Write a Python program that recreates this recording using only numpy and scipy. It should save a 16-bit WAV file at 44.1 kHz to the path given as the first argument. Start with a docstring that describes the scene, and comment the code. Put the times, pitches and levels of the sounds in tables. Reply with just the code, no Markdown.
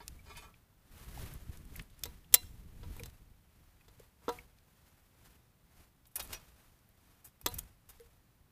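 """In a lean-to of poles, a camper lifts a shallow metal pot off its stove, folds the handle down with
a clack, sets the pot on a board and takes a spoon to it. Each contact is chattering noise that also
rings decaying sine modes; dry snaps are coloured noise bursts. His jacket, noise under slow swells,
swishes and rumbles in a microphone worn on it. Sparse echoes and the camera's own steady noise lie behind."""
import sys
import numpy as np
from scipy import signal
from scipy.fft import next_fast_len
from scipy.io import wavfile
from scipy.ndimage import uniform_filter1d

SR = 44100
rng = np.random.default_rng(int(sys.argv[2]) if len(sys.argv) > 2 else 0)


def persist_wave(psi):
    """Save psi, clipped to +-1, as 16-bit WAV."""
    counts = np.round(np.clip(psi, -1, 1) * 32767).astype(np.int16)
    wavfile.write(sys.argv[1], SR, np.atleast_2d(counts).T)


N = 375638

# Arm and body moves: (peak time [s], swell [s], fade [s], sleeve rubbing level [dB],
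# level of cloth bumping the microphone [dB])
MOVES = [(.02, 0.25, 0.7, -64.5, -54.5), (.38, 0.24, 0.28, -61, -54), (1.02, 0.22, 0.31, -57.5, -52),
         (1.22, 0.24, 0.33, -52, -42.5), (1.54, 0.33, 0.39, -63, -48.5), (1.78, 0.2, 0.16, -57.5, -43.5),
         (2.081, 0.22, 0.26, -61, -51.5), (2.58, 0.73, .5, -68, -50.5), (2.95, 0.36, 0.39, -59, -44.5),
         (3.66, 0.67, 0.56, -72, -64.5), (4.02, 0.42, 0.18, -66.5, -63.5), (4.33, 0.14, 0.18, -56, -51),
         (4.87, .7, 0.7, -69.5, -69), (5.26, 0.18, 0.28, -63.5, -62.5), (5.81, 0.23, 0.12, -64.5, -63),
         (6.2, 0.058, 0.43, -56.5, -50.5), (6.62, 0.46, 0.43, -67.5, -74), (7.08, 0.34, 0.56, -69.5, -68),
         (7.52, 0.1, .25, -56.5, -46), (7.95, 0.17, 0.5, -67.5, -60)]


def gain_of(db):
    """Turns decibels into an amplitude factor."""
    return 10 ** (np.asarray(db) / 20)


def evened(x):
    """Scales a signal to rms 1."""
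    return x / np.sqrt(np.mean(x ** 2) + 1e-20)


def coloured(x, points):
    """Filters x by (frequency [Hz], level [dB]) points on a log-frequency axis, with causal phase."""
    size = next_fast_len(len(x) + 2048)
    hz, db = np.transpose(points)
    log_hz = np.log(abs(np.fft.fftfreq(size, 1 / SR)) + 1)
    log_gain = np.interp(log_hz, np.log(hz), db) * np.log(10) / 20
    # The Hilbert transform of the log gain gives the minimum phase
    response = np.exp(np.conj(signal.hilbert(log_gain)))
    return np.fft.ifft(np.fft.fft(x, size) * response).real[:len(x)]


def add(mix, s, sound):
    """Lays a sound into the mix from s seconds on, cut off at the end."""
    part = mix[round(s * SR):][:len(sound)]
    part += sound[:len(part)]


def drift(cutoff_hz):
    """Slow random wandering of rms 1: noise below a cutoff."""
    return evened(signal.lfilter(*signal.butter(2, cutoff_hz, fs=SR), rng.standard_normal(N)))


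def camera_hiss():
    """The camera's own steady noise, weighted towards the bass."""
    # Spectrum: (frequency [Hz], relative level per Hz [dB])
    hiss_spectrum = [(12, -35.5), (30, -6.5), (117, -2), (429, -19), (800, -19.5), (6600, -32.5),
                     (13000, -30), (14700, -26)]
    return gain_of(-69) * evened(coloured(rng.standard_normal(N), hiss_spectrum))


def shelter(near):
    """Ground and poles throw back sparse, dulled echoes that die quickly."""
    t = np.arange(SR // 4) / SR
    signs = rng.choice([-1., 1.], len(t))
    sparse = (rng.random(len(t)) < .05) * (t > .004)  # no echo before 4 ms
    taps = signs * sparse * gain_of(-60 * t / 0.49)
    taps = coloured(taps, [(200, -1.5), (2000, -2.5), (14000, -14.5)])
    return signal.fftconvolve(near, taps / np.linalg.norm(taps))[:N]


def effort(peak_db):
    """Gain over time: the moves swell to a peak and fade, their powers adding up."""
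    edge_db, roundness = -21.5, 1.12  # drop one swell before or one fade after the peak; shape of the top
    t = np.arange(0, N, 64) / SR
    peak, swell, fade = np.transpose(MOVES)[:3, :, None]
    away = np.where(t < peak, (peak - t) / swell, (t - peak) / fade)
    power = (gain_of(peak_db[:, None] + edge_db * away ** roundness) ** 2).sum(0)
    return np.interp(np.arange(N) / SR, t, np.sqrt(power))


def jacket():
    """Cloth on cloth hisses in fine uneven grains; folds bump the worn microphone in slow lumps."""
    # Spectrum of the rubbing: (frequency [Hz], relative level per Hz [dB])
    swish_spectrum = [(120, -28), (200, -5), (630, -5.5), (1760, -7), (5270, -13.5), (9000, -14),
                      (13000, -11), (14700, -15)]
    # Spectrum of the bumping: (frequency [Hz], relative level per Hz [dB])
    rumble_spectrum = [(7.1, -33.5), (12, -2), (71, 0), (127, -9), (168, -11.5), (500, -30.5), (650, -62),
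                       (1100, -120)]
    still_rub_db, still_bump_db = -85, -75  # floors between moves
    rub_db, bump_db = np.transpose(MOVES)[3:]

    fibres = rng.standard_normal(N) * gain_of(1.5 * drift(30.0) + 0.65 * drift(440.0))
    rub_gain = np.hypot(effort(rub_db), gain_of(still_rub_db))
    swish = evened(coloured(fibres, swish_spectrum)) * rub_gain

    lumps = rng.standard_normal(N) * gain_of(3.2 * drift(14.))
    bump_gain = np.hypot(effort(bump_db), gain_of(still_bump_db))
    rumble = evened(coloured(lumps, rumble_spectrum)) * bump_gain
    return swish + rumble


def burst(rise, t60, tick, size):
    """Contact chatter: a first tick, then uneven grains that swell and die, the treble first."""
    t = np.arange(size) / SR
    noise, grain = rng.standard_normal((2, size))
    noise *= gain_of(3.6 * evened(uniform_filter1d(grain, size=24)))
    dull = signal.lfilter(*signal.butter(2, 5000., fs=SR), noise)
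    bright = noise - dull
    decay = gain_of(-60 * t / max(t60, .003))
    chatter = (1 - np.exp(-t / rise)) * (dull * decay + bright * decay ** 1.5)
    chatter[0] += tick
    return chatter


def snaps():
    """Dry snaps, ticks and small knocks: short noise bursts, 12 dB down one spread from their centre."""
    # (time [s], peak level [dB], centre [Hz], spread [octaves])
    snap_list = [(.080, -25.5, 6760, 2.15), (0.191, -56.5, 2320, 0.066), (.541, -53.5, 2480, 0.58),
                 (1.175, -39.5, 810, 0.17), (1.338, -38, 11700, 0.72), (1.573, -42.5, 8050, 1.3),
                 (1.653, -45.5, 9000, 2.1), (1.757, -41.5, 2100, 0.24), (1.762, -31.5, 11900, 1.2),
                 (1.795, -34, 2360, 0.97), (1.823, -46, 10700, 0.34), (1.904, -52, 9100, 0.76),
                 (1.993, -44, 10100, 1.2), (2.245, -57.5, 3203, .4), (2.43, -55, 1470, 0.21),
                 (2.996, -38.5, 473, 0.12), (2.996, -42, 2350, 0.22), (3.997, -42.5, 493, 0.26),
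                 (7.999, -42.5, 468, 0.09), (3.099, -45.5, 4930, 2.1), (3.81, -58.5, 2520, .3),
                 (4.387, -41.5, 2250, 0.25), (4.586, -51.5, 5000, 2.24), (6.275, -37, 9200, 2),
                 (6.79, -54.5, 7070, 1.56), (6.89, -50, 12100, 0.53), (7.637, -50, 8500, .9),
                 (7.974, -58.5, 11600, 0.43), (8.008, -50, 9900, 0.58)]
    out = np.zeros(N)
    for s, db, hz, spread in snap_list:
        colour = [(hz * 2 ** (k * spread), -12 * abs(k)) for k in range(-3, 4)]
        sound = coloured(burst(0.00032, 0.022, 4.5, 4096), colour)
        add(out, s, gain_of(db) * sound / abs(sound).max())
    return out


def crowd(lo_hz, hi_hz, top_db, mean_t60, count):
    """Thin sheet has many weak, short modes between its main ones."""
    place, strength, life = rng.random((3, count))
    hz = lo_hz + (hi_hz - lo_hz) * place
    return list(zip(hz, top_db - 8 * strength, mean_t60 * (.5 + life)))


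def metal(hits, modes, slow_start, ring_db, tick, clean, held_s, spot_db):
    """Each contact is heard directly and through the modes; a hand or the board stops the ring."""
    ring_per_body = 0.32  # a fuller, softer blow rings the metal more: dB of ring per dB of low body
    out, t = np.zeros(N), np.arange(SR // 4) / SR
    rings = np.array([gain_of(db - 60 * t / t60) * np.sin(2 * np.pi * hz * t) for hz, db, t60 in modes])
    rings /= np.linalg.norm(rings)
    # Where it is touched favours other modes
    spots = gain_of(spot_db * rng.standard_normal((len(hits), len(modes))))
    muted = 1 / (1 + np.exp((t - held_s) / 0.0064))
    for (s, db, low_db, treble_db, t60), spot in zip(hits, spots):
        # A long contact also starts slowly
        chatter = burst(max(slow_start * t60 ** 2, 2e-4), t60, tick, len(t))
        # clean = 1 strikes the modes with one blow, 0 drives them with the chatter, as a scrape does
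        blow = np.linalg.norm(chatter) * (t == 0)
        push = (1 - clean) * chatter + clean * blow
        ring = muted * signal.fftconvolve(push, spot @ rings)[:len(t)]
        both = chatter + gain_of(ring_db + ring_per_body * low_db) * ring
        low = [(150, low_db - 14), (350, low_db + 3), (1300, low_db + 4.5)]
        sound = coloured(both, low + [(2300, -18), (4500, -13.5), (11000, treble_db)])
        add(out, s, gain_of(db) * sound / abs(sound).max())
    return out


def stove_stand():
    """Scraping contacts ring the stand's main modes and a crowd of weak ones."""
    # Contacts: (time [s], peak level [dB], low body [dB], treble [dB], chatter T60 [s])
    stand_hits = [(.002, -45.5, -14.5, -46, 0.062), (.255, -50.5, -18, -22, 0.16),
                  (.293, -42.5, -15, -24, 0.097), (.35, -46.5, -30, -37, 0.11),
                  (.368, -40, -24.5, -13, 0.076), (.417, -46, -16, -23, 0.11), (.447, -52, 5, -37, 0.16)]
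    # Modes: (frequency [Hz], relative level [dB], T60 [s])
    stand_modes = [(431, -8, .1), (958, -7, .08), (1163, -8, .17), (1340, -4, .06), (2200, -4, .08),
                   (2440, 1, .09), (3079, -5, .08), (3510, -11, .14), (4950, -8, .1), (6400, -12, .12),
                   (7990, -8, .08)]
    all_modes = stand_modes + crowd(1000., 12000., -11., .08, count=36)
    return metal(stand_hits, all_modes, slow_start=1.9, ring_db=12, tick=.1, clean=0, held_s=.09, spot_db=3.5)


def spoon():
    """Light chattering contacts ring short modes, with a crowd of weak high ones."""
    # Contacts: (time [s], peak level [dB], low body [dB], treble [dB], chatter T60 [s])
    spoon_hits = [(6.054, -55.5, -19.5, -17.5, .04), (6.066, -50, -29, 7.5, .08),
                  (6.112, -55, -30.5, 6, .1), (6.1565, -19.5, -21, 1.5, 0.066),
                  (6.172, -40.5, -4, -16, 0.16), (6.1955, -27, -24, -14, 0.071), (6.222, -32, -18, 12, .08),
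                  (6.242, -42, -11, 7, 0.074), (6.29, -38, -14.5, -17, 0.29),
                  (6.325, -25.5, -20, -13.5, 0.11), (6.398, -52.5, -13, -12, .05),
                  (7.244, -37, -18, 0.7, 0.14), (7.4125, -38.5, -17, -3.5, .033),
                  (7.4861, -30, -19, 14, .015), (7.5405, -25, -32, 3, 0.042), (7.585, -27, -23, -6, .039),
                  (7.5899, -21, -32, 2, 0.018), (7.889, -40.5, -16, -4, .1)]
    # Modes: (frequency [Hz], relative level [dB], T60 [s])
    spoon_modes = [(880, -8, .04), (2520, 0, .1), (2900, 1, .03), (3300, -6, .09), (3800, 1, .06),
                   (5850, -2, .07), (6900, -5, .05)]
    all_modes = spoon_modes + crowd(4080.0, 14800., -9.0, 0.06, count=40)
    return metal(spoon_hits, all_modes, slow_start=0.7, ring_db=-2, tick=.6, clean=0, held_s=.08, spot_db=3.)


def pot():
    """Mostly clean blows, each with a sharp first tick, ring the shallow pot's modes."""
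    # Contacts: (time [s], peak level [dB], low body [dB], treble [dB], chatter T60 [s])
    pot_hits = [(2.0358, -16.5, -31, -14, 0.028), (1.9, -55, -34, -33, 0.4),
                (2.0557, -26.5, -16, -15, 0.043), (2.3259, -30.5, -22, -11, 0.073),
                (2.3412, 6.5, -33, -7.5, 0.04), (2.3464, -6.5, -19.5, -7.5, 0.025),
                (2.8321, -42, -11, -39, 0.056), (2.9661, -35, -10, -8, 0.013), (2.9981, -36, -7.5, 0, 0.03),
                (3.0353, -25.5, -31.5, -22, 0.0058), (3.0581, -32.5, -17, -10.5, 0.051),
                (3.8823, -47, -14, -21, 0.054), (4.22, -59, -1, -40, .2), (4.2818, -23, 5, -38.5, 0.017),
                (4.29, -23.5, -4, -21, 0.05), (7.4616, -10.5, -15, -13, 0.045)]
    # Modes: (frequency [Hz], relative level [dB], T60 [s])
    pot_modes = [(305, -2, .07), (477, -1, .11), (575, -6, .05), (734, -17, .26), (972, -4, .11),
                 (1225, -22, .3), (1350, -7, .07), (2050, 0, .045), (2783, -11, .15), (3354, -4, .06),
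                 (3600, 5, .05), (3920, -1, .075), (4030, -9, .17), (4270, -12, .11), (4900, 0, .04),
                 (5460, 0, .04), (6420, 2, .03), (7345, -4, .05), (8000, 2, .035), (12590, 2, .03),
                 (12940, 3, .03), (14310, 3, .03), (14850, 1, .03)]
    return metal(pot_hits, pot_modes, slow_start=0.6, ring_db=3.5, tick=4.0, clean=.75, held_s=.1, spot_db=1.5)


def scene():
    """Metal and snaps in the lean-to, over the jacket and the camera's own noise."""
    near = pot() + stove_stand() + spoon() + snaps()
    echoes = gain_of(-30.0) * shelter(near)
    return (near + echoes + jacket() + camera_hiss())[None]


def record(dry):
    """The band limit, then the converter's ceiling."""
    edge_hz = 15150
    lowpass = signal.firwin(511, edge_hz, window=("kaiser", 7), fs=SR)
    limited = signal.oaconvolve(dry, lowpass[None], "same")
    return np.clip(limited, -1, 1)


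dry = scene()
out = record(dry)
persist_wave(out)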